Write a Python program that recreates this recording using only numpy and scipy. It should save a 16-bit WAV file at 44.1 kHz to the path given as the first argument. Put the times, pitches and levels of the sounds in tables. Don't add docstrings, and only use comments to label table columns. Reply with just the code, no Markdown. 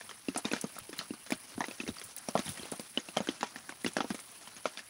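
import sys
import numpy as np
from scipy import signal
from scipy.io import wavfile

SR = 44100
rng = np.random.default_rng(int(sys.argv[2]) if len(sys.argv) > 2 else 0)


def master_out(mix):
    frames = np.transpose(np.atleast_2d(mix))
    ceiling = np.clip(frames, -1, 1)
    pcm = np.round(ceiling * 32767).astype(np.int16)
    wavfile.write(sys.argv[1], SR, pcm)


N = 215857


def from_db(db):
    return 10 ** (np.asarray(db) / 20)


def rms_one(x):
    return x / np.sqrt(np.mean(x ** 2) + 1e-20)


def band(x, low_hz, high_hz):
    sos = signal.butter(2, [low_hz, min(high_hz, .45 * SR)], "band", fs=SR, output="sos")
    return signal.sosfilt(sos, x)


def fade(t, t60):
    return from_db(-60 * t / t60)


def swell(t, rise_s, t60):
    return (1 - np.exp(-t / rise_s)) * fade(t, t60)


def struck(t, hz, rise_s, t60, sag=0):
    turns = hz * (t + sag * rise_s * (1 - np.exp(-t / rise_s)))
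    return swell(t, rise_s, t60) * np.sin(2 * np.pi * turns)


def place(times, shapes):
    out = np.zeros(N + shapes.shape[1])
    for start, shape in zip(times, shapes):
        out[round(start * SR):][:len(shape)] += shape
    return out[:N]


def drift(hz):
    pole = np.exp(-80 * np.pi * hz / SR)
    noise = rng.standard_normal(N // 40 + 2002)
    slow = signal.lfilter([1], [1, -2 * pole, pole * pole], noise)[2000:]
    return np.interp(np.arange(N) / 40, np.arange(len(slow)), rms_one(slow))


def grains(per_s, spread_db):
    sizes = from_db(spread_db * np.minimum(rng.exponential(1, (2, N)), 5))
    signs = rng.choice([-1, 1], (2, N))
    return sizes * signs * (rng.random((2, N)) < per_s / SR) + 1e-18


def coloured(streams, spectrum, flicker_db):
    out, together = 0, drift(30)
    edges = 25 * 2 ** np.arange(0, 9.6, 1 / 3)
    hz, level_db = np.transpose(spectrum)
    for k, (low, high) in enumerate(zip(edges, edges[1:])):
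        centre = np.sqrt(low * high)
        if hz[0] <= centre <= 1.2 * hz[-1]:
            band_db = np.interp(np.log(centre), np.log(hz), level_db)
            wander_db = flicker_db * (together + drift(20))
            out += from_db(band_db + wander_db) * band(streams[k % 2], low, high)
    return rms_one(out)


def ringing(clicks, low_hz, high_hz, width, tilt):
    out, dealt = 0, rng.integers(0, 14, N)
    for k, hz in enumerate(np.geomspace(low_hz, high_hz, num=14)):
        share = clicks * (dealt == k) + 1e-18
        out += band(share, hz / (1 + width), hz * (1 + width)) / hz ** tilt
    return rms_one(out)


# frequency in Hz, relative spectral level in dB.
RUMBLE_TONE = [(25, -1), (45, -7), (70, 5.5), (110, 10.5), (170, -1), (260, -24)]
# peak time in seconds, level in dB.
FLAME_PUFFS = [(0.821, -54), (1.36, -54.5), (1.57, -56), (1.9, -48.5), (2.06, -63), (2.5, -47), (2.63, -65),
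               (3.3, -64), (3.87, -55)]


def rumble(heave_power):
    t = np.arange(N) / SR
    floor_db, puff_width_s = -74, .016
    power = from_db(floor_db) ** 2 + heave_power
    for peak_s, db in FLAME_PUFFS:
        power += from_db(db) ** 2 * np.exp(-((t - peak_s) / puff_width_s) ** 2)
    return np.sqrt(power) * coloured(rng.standard_normal((2, N)), RUMBLE_TONE, flicker_db=1.0)


def leaf_ticks():
    clicks = grains(per_s=400, spread_db=4.0)[0]
    return from_db(-72.5) * ringing(clicks, 957, 8900, width=.2, tilt=1.0)


# time in seconds, rain patter in dB, fire hiss in dB.
BED_LEVELS = [(0.0, -55.5, -56.5), (0.2, -57.5, -55.5), (0.5, -50, -55), (0.9, -55.5, -54), (1.3, -57, -54),
              (1.75, -53.5, -53.5), (2.2, -55.5, -54.5), (2.35, -54.5, -51.5), (2.47, -49.5, -46.5),
              (2.65, -49.5, -52.5), (2.92, -58, -54.5), (3.3, -53, -56.5), (3.75, -56, -56.5),
              (4.05, -56.5, -56), (4.22, -55, -52), (4.5, -56, -55), (4.89, -58.5, -56.5)]


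def bed_gains():
    times, *levels = np.transpose(BED_LEVELS)
    return [from_db(np.interp(np.arange(N) / SR, times, db)) for db in levels]


# frequency in Hz, relative spectral level in dB.
PATTER_TONE = [(130, 4.5), (230, 13.5), (410, 6.5), (650, 10), (1300, 10), (2500, 9), (4000, 6), (6000, 8),
               (8000, -4), (12000, -20)]


def rain_patter(gain, runoff_power):
    drops = grains(per_s=1800, spread_db=1.93)
    return np.sqrt(gain ** 2 + runoff_power) * coloured(drops, PATTER_TONE, flicker_db=2.0)


# frequency in Hz, relative spectral level in dB.
HISS_TONE = [(4000, 17), (7000, -20), (9000, 10.5), (16000, 17.5)]


def fire_hiss(gain):
    return gain * coloured(grains(per_s=9000, spread_db=4.6), HISS_TONE, flicker_db=1.5)


# start in seconds, treble gain in dB, top-end gain in dB,
# time for the spit to fall 60 dB in seconds.
LOG_SNAPS = [(0.3604, -32, -49, 0.011), (0.375, -25.5, -30, 0.06), (0.39, -42, -45, 0.057),
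             (0.523, -39, -32, 0.055), (0.6125, -31.5, -24, 0.04), (0.7869, -32.5, -20.5, 0.016),
             (0.9835, -42, -24, 0.035), (0.9902, -52, -39, 0.028), (1.3064, -33.5, -26, 0.017),
             (1.322, -40, -29, 0.038), (1.3527, -40.5, -46, 0.031), (1.6663, -42, -30, 0.02),
             (1.9974, -34, -45, 0.011), (2.038, -41.5, -30.5, 0.13), (2.1643, -37, -15, 0.014),
             (2.1785, -39, -34, 0.047), (2.1837, -31.5, -33, 0.024), (2.287, -36, -41, 0.034),
             (2.3915, -47, -33, 0.049), (2.4589, -43.5, -43, 0.14), (2.49, -36.5, -27, 0.1),
             (2.534, -41, -46, 0.02), (2.7165, -34, -32, 0.045), (2.795, -36.5, -31, 0.038),
             (2.804, -49, -27, 0.046), (3.17, -35.5, -32, 0.029), (3.1835, -37, -51, 0.027),
             (3.692, -41, -52, 0.076), (3.838, -52, -31, 0.039), (3.845, -36.5, -40, 0.054),
             (3.872, -43, -33, 0.08), (3.8778, -49, -37, 0.085), (3.9342, -37, -39, 0.026),
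             (3.9704, -32, -50, 0.014), (4.1028, -37.5, -48, 0.021), (4.144, -43, -42, 0.13),
             (4.198, -37, -55, 0.052), (4.316, -53, -29, 0.023)]


def log_snaps():
    start, treble_db, top_db, spit_t60 = np.transpose(LOG_SNAPS)[:, :, None]
    t = np.arange(round(.08 * SR)) / SR
    click = fade(t, t60=.004)
    spit = from_db(-1.5) * swell(t, rise_s=.001, t60=spit_t60)
    bursts = rng.standard_normal((len(LOG_SNAPS), 2, len(t))) * (click + spit)[:, None]
    treble = from_db(treble_db) * band(bursts[:, 0], 5500, 12000)
    top = from_db(top_db) * band(bursts[:, 1], 13250, .45 * SR)
    return place(start[:, 0], treble + top)


def spray(t, count):
    pitch, size, lag = rng.random((count, 3, 10, 1)).transpose(1, 0, 2, 3)
    since = np.maximum(t - .002 * lag ** 2.553, 0)
    rings = struck(since, 1300 * 5.5 ** pitch, rise_s=.0018, t60=.005)
    return (from_db(-14 * size) * rings).sum(axis=1)


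def crack(t, lag_s=.000793, width_s=.00005):
    u = (t - lag_s) / width_s
    return -u * np.exp((1 - u ** 2) / 2)


# lowest and
# highest resonance in Hz, level against that part of the drip in dB, time to fall 60 dB in seconds.
RUSTLE_BANDS = [(164, 386.4, -17.5, 0.091), (431, 1348, -14, 0.052), (1300, 6350, -21.5, 0.099)]


def cloth_rustle(thump_db, knock_db, spray_db):
    out = 0
    for (low_hz, high_hz, offset_db, t60), db in zip(RUSTLE_BANDS, (thump_db, knock_db, spray_db)):
        power = after_drips(db + offset_db, rise_s=.0035, t60=t60)
        clicks = grains(per_s=3000, spread_db=1.6)[0]
        out += np.sqrt(power) * ringing(clicks, low_hz, high_hz, width=.03, tilt=.4)
    return out


# start in seconds, thump gain in dB and pitch in Hz, knock gain in dB
# and pitch in Hz, splash gain in dB and pitch in Hz, spray gain in dB.
CANOPY_DRIPS = [(0.0107, -54, 204, -34.5, 666, -33, 1750, -26),
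                (0.0928, -49, 211, -33.5, 1260, -32, 3180, -27.5),
                (0.1116, -42, 410, -32.5, 1195, -36, 3200, -27.5),
                (0.2848, -16, 263, -33.5, 434, -21.5, 2720, -22.5),
                (0.3474, -33, 420, -36, 1190, -43, 1490.0, -24),
                (0.361, -23, 268, -17.5, 713, -18.5, 1300.0, -18.5),
                (0.384, -40, 304, -25, 692, -32, 1300.0, -37), (0.447, -45, 230, -29, 1010, -27, 2520, -32),
                (0.4525, -19.5, 224, -21.5, 437, -15.5, 3680, -14.5),
                (0.515, -24.5, 286, -25, 483, -16, 2540, -18.5),
                (0.534, -18, 244, -18.5, 470, -14.5, 1500, -12),
                (0.564, -34, 226, -29.5, 655, -24, 1650, -19.5),
                (0.6124, -60, 170.0, -54, 1280.0, -25.5, 6070, -57),
                (0.641, -20.5, 207, -21, 457, -28, 6470, -26.5),
                (0.7653, -49, 222, -31.5, 730, -31, 1300.0, -33),
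                (0.7839, -44, 208, -30, 1300.0, -56, 1300.0, -30),
                (0.8927, -29, 324, -63, 525, -39, 5100, -34),
                (0.9293, -34, 278, -35, 490, -33, 1780, -22.5),
                (0.9899, -34, 172, -38, 1300.0, -19, 4180, -14.5),
                (1.012, -48, 275, -27.5, 1300.0, -36, 4000, -55),
                (1.1063, -20.5, 248, -69, 480.0, -32, 2760, -34.5),
                (1.1367, -34.5, 220, -34.5, 1210, -49, 1300.0, -28),
                (1.2633, -58, 256, -41.5, 675, -39, 6100, -26.5),
                (1.3046, -44, 300.0, -26, 497, -24, 1800, -20.5),
                (1.321, -16, 243, -19, 627, -17, 2370, -14.5), (1.5789, -23, 242, -29, 704, -34, 1520, -36),
                (1.606, -22.5, 250, -15, 930, -17, 1760, -20),
                (1.6172, -54, 274, -22.5, 780, -20.5, 1870, -37),
                (1.6407, -34, 346, -24.5, 890, -19, 1980, -19),
                (1.6834, -28.5, 260.0, -32, 490, -40, 1730, -24),
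                (1.7111, -45, 310.0, -32, 550, -26.5, 2580, -25.5),
                (1.8013, -24, 234, -46, 590, -17, 2590, -17),
                (1.835, -29.5, 250.0, -42, 746, -33, 2660, -43),
                (1.8655, -36, 355, -51, 480.0, -32, 2130, -32),
                (1.877, -28.5, 363, -47, 585, -41, 1970, -18.5),
                (1.8886, -20.5, 241, -28, 456, -24, 3750, -27),
                (1.9674, -51, 200.0, -41, 1240, -39, 1300.0, -35),
                (1.984, -50, 284, -41, 1310, -28, 4700, -35),
                (2.0147, -41, 390, -53, 670, -33, 3350.0, -24.5),
                (2.1692, -54, 300.0, -55, 1280, -36, 3980, -32),
                (2.2863, -23.5, 232, -19, 575, -22, 5680, -23),
                (2.3536, -18, 208, -7, 664, -51, 1300.0, -21.5),
                (2.3753, -30, 193, -23, 620, -31, 1900, -17),
                (2.3914, -21.5, 230, -23, 593, -25, 3870, -15.5),
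                (2.4603, -31.5, 190.0, -48, 890, -27.5, 3700, -31),
                (2.467, -41, 212, -36, 880, -48, 1600, -21.5), (2.48, -30, 178, -35, 760, -28, 3170, -23),
                (2.4919, -30.5, 193, -44, 596, -27, 3650, -24),
                (2.5952, -31, 206, -38, 474, -28.5, 3250, -46),
                (2.6315, -32.5, 355, -42, 640, -30.5, 4140, -35.5),
                (2.6543, -49, 270.0, -31, 497, -34, 2700, -30),
                (2.7216, -28.5, 245, -23.5, 440, -33, 1540, -26),
                (2.7354, -33, 225, -27.5, 720.0, -43, 4070, -52),
                (2.796, -28, 220, -28, 483, -28.5, 4950, -24),
                (2.9742, -20, 249, -20, 493, -9.5, 3000, -16.5), (3, -61, 260.0, -44, 1190, -29, 6670, -31),
                (3.087, -34, 300.0, -32.5, 666, -27.5, 2720, -27.5),
                (3.1654, -27, 234, -24.5, 900, -31, 2050, -23),
                (3.1702, -23.5, 214, -11.5, 630, -14, 3190, -12),
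                (3.2042, -20, 213, -16.5, 536, -31, 6700, -22),
                (3.2721, -35, 298, -33, 574, -22.5, 1540, -22),
                (3.288, -17, 277, -24, 429, -15.5, 3140, -16.5),
                (3.409, -33.5, 252, -40, 774, -36, 4940, -20), (3.43, -25, 246, -11.5, 968, -23, 2720, -15),
                (3.5592, -33.5, 235, -33.5, 764, -22.5, 1790, -25),
                (3.6924, -34, 290, -29.5, 1124, -22.5, 1510, -23),
                (3.7227, -42.5, 225, -33, 980, -32, 2180, -35.5),
                (3.8459, -19.5, 253, -27.5, 470, -17.5, 1970, -19.5),
                (3.8627, -17.5, 254, -24.5, 440, -16.5, 2840, -12.5),
                (3.967, -20, 248, -14, 632, -17, 1620, -12.5),
                (3.9848, -26, 306, -25.5, 524, -22, 1460, -27),
                (4.005, -20.5, 250, -14.5, 783, -14, 1300.0, -15),
                (4.022, -36, 354, -33, 810, -39, 2900, -43),
                (4.044, -26.5, 266, -24, 480, -45, 1680.0, -29),
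                (4.1042, -16.5, 213, -24, 714, -26, 1590, -19.5),
                (4.1452, -29, 270, -28, 527, -28, 2260, -22.5),
                (4.191, -58, 340.0, -37.5, 1250, -33, 2200, -30.5),
                (4.474, -42.5, 173, -34.5, 984, -33.5, 3100, -36),
                (4.565, -43, 223, -56, 885, -46, 1780.0, -26.5),
                (4.6556, -24, 486, -15, 620, -13, 1300.0, -14),
                (4.7732, -44.5, 230, -38.5, 1300.0, -27.5, 3490, -19),
                (4.7918, -52, 240, -51, 1230, -25.5, 1760, -24.5)]


def canopy_drips():
    columns = np.transpose(CANOPY_DRIPS)[:, :, None]
    start, thump_db, thump_hz, knock_db, knock_hz, splash_db, splash_hz, spray_db = columns
    t = np.arange(round(.1 * SR)) / SR
    thump = from_db(thump_db) * struck(t, thump_hz, rise_s=.0013, t60=.027, sag=.66)
    knock = from_db(knock_db) * struck(t, knock_hz, rise_s=.0004, t60=.009)
    faint_ring = from_db(knock_db - 25.5) * struck(t, knock_hz, rise_s=.0004, t60=.13)
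    splash = from_db(splash_db) * struck(t, splash_hz, rise_s=.0013, t60=.013)
    burst = from_db(spray_db) * (spray(t, len(start)) + from_db(-12) * crack(t))
    hits = place(start[:, 0], thump + knock + faint_ring + splash + burst)
    rustle = cloth_rustle(thump_db, knock_db, spray_db)
    low_cut = signal.butter(3, 138, "high", fs=SR, output="sos")
    return signal.sosfilt(low_cut, hits + rustle)


def after_drips(level_db, rise_s, t60):
    t = np.arange(SR // 4) / SR
    tails = from_db(level_db).reshape(-1, 1) * swell(t, rise_s, t60)
    return place(np.transpose(CANOPY_DRIPS)[0], tails ** 2)


def scene():
    _, thump_db, *_, spray_db = np.transpose(CANOPY_DRIPS)
    runoff_power = after_drips(spray_db - 27.5, rise_s=.0042, t60=.14)
    heave_power = after_drips(thump_db - 31, rise_s=.005, t60=.08)
    patter_gain, hiss_gain = bed_gains()
    beds = rain_patter(patter_gain, runoff_power) + fire_hiss(hiss_gain)
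    return (beds + canopy_drips() + log_snaps() + leaf_ticks() + rumble(heave_power))[None]


# centre in Hz, width in Hz, gain in dB.
PORT_EQ = [(9770, 2470, 12.5), (12250, 1430, -9), (13740, 3100, -24), (15800, 1600, -2.5)]


def record(dry):
    for hz, width_hz, db in PORT_EQ:
        angle, gain = 2 * np.pi * hz / SR, from_db(db / 2)
        width = np.sin(angle) * width_hz / hz / 2
        dry = signal.lfilter([1 + width * gain, -2 * np.cos(angle), 1 - width * gain],
                             [1 + width / gain, -2 * np.cos(angle), 1 - width / gain], dry)
    shelf = signal.ellip(7, .5, 22, 15750, fs=SR, output="sos")
    high_cut = signal.cheby2(14, 40, 16800, fs=SR, output="sos")
    return signal.sosfilt(high_cut, signal.sosfilt(shelf, dry))


dry = scene()
out = record(dry)
master_out(out)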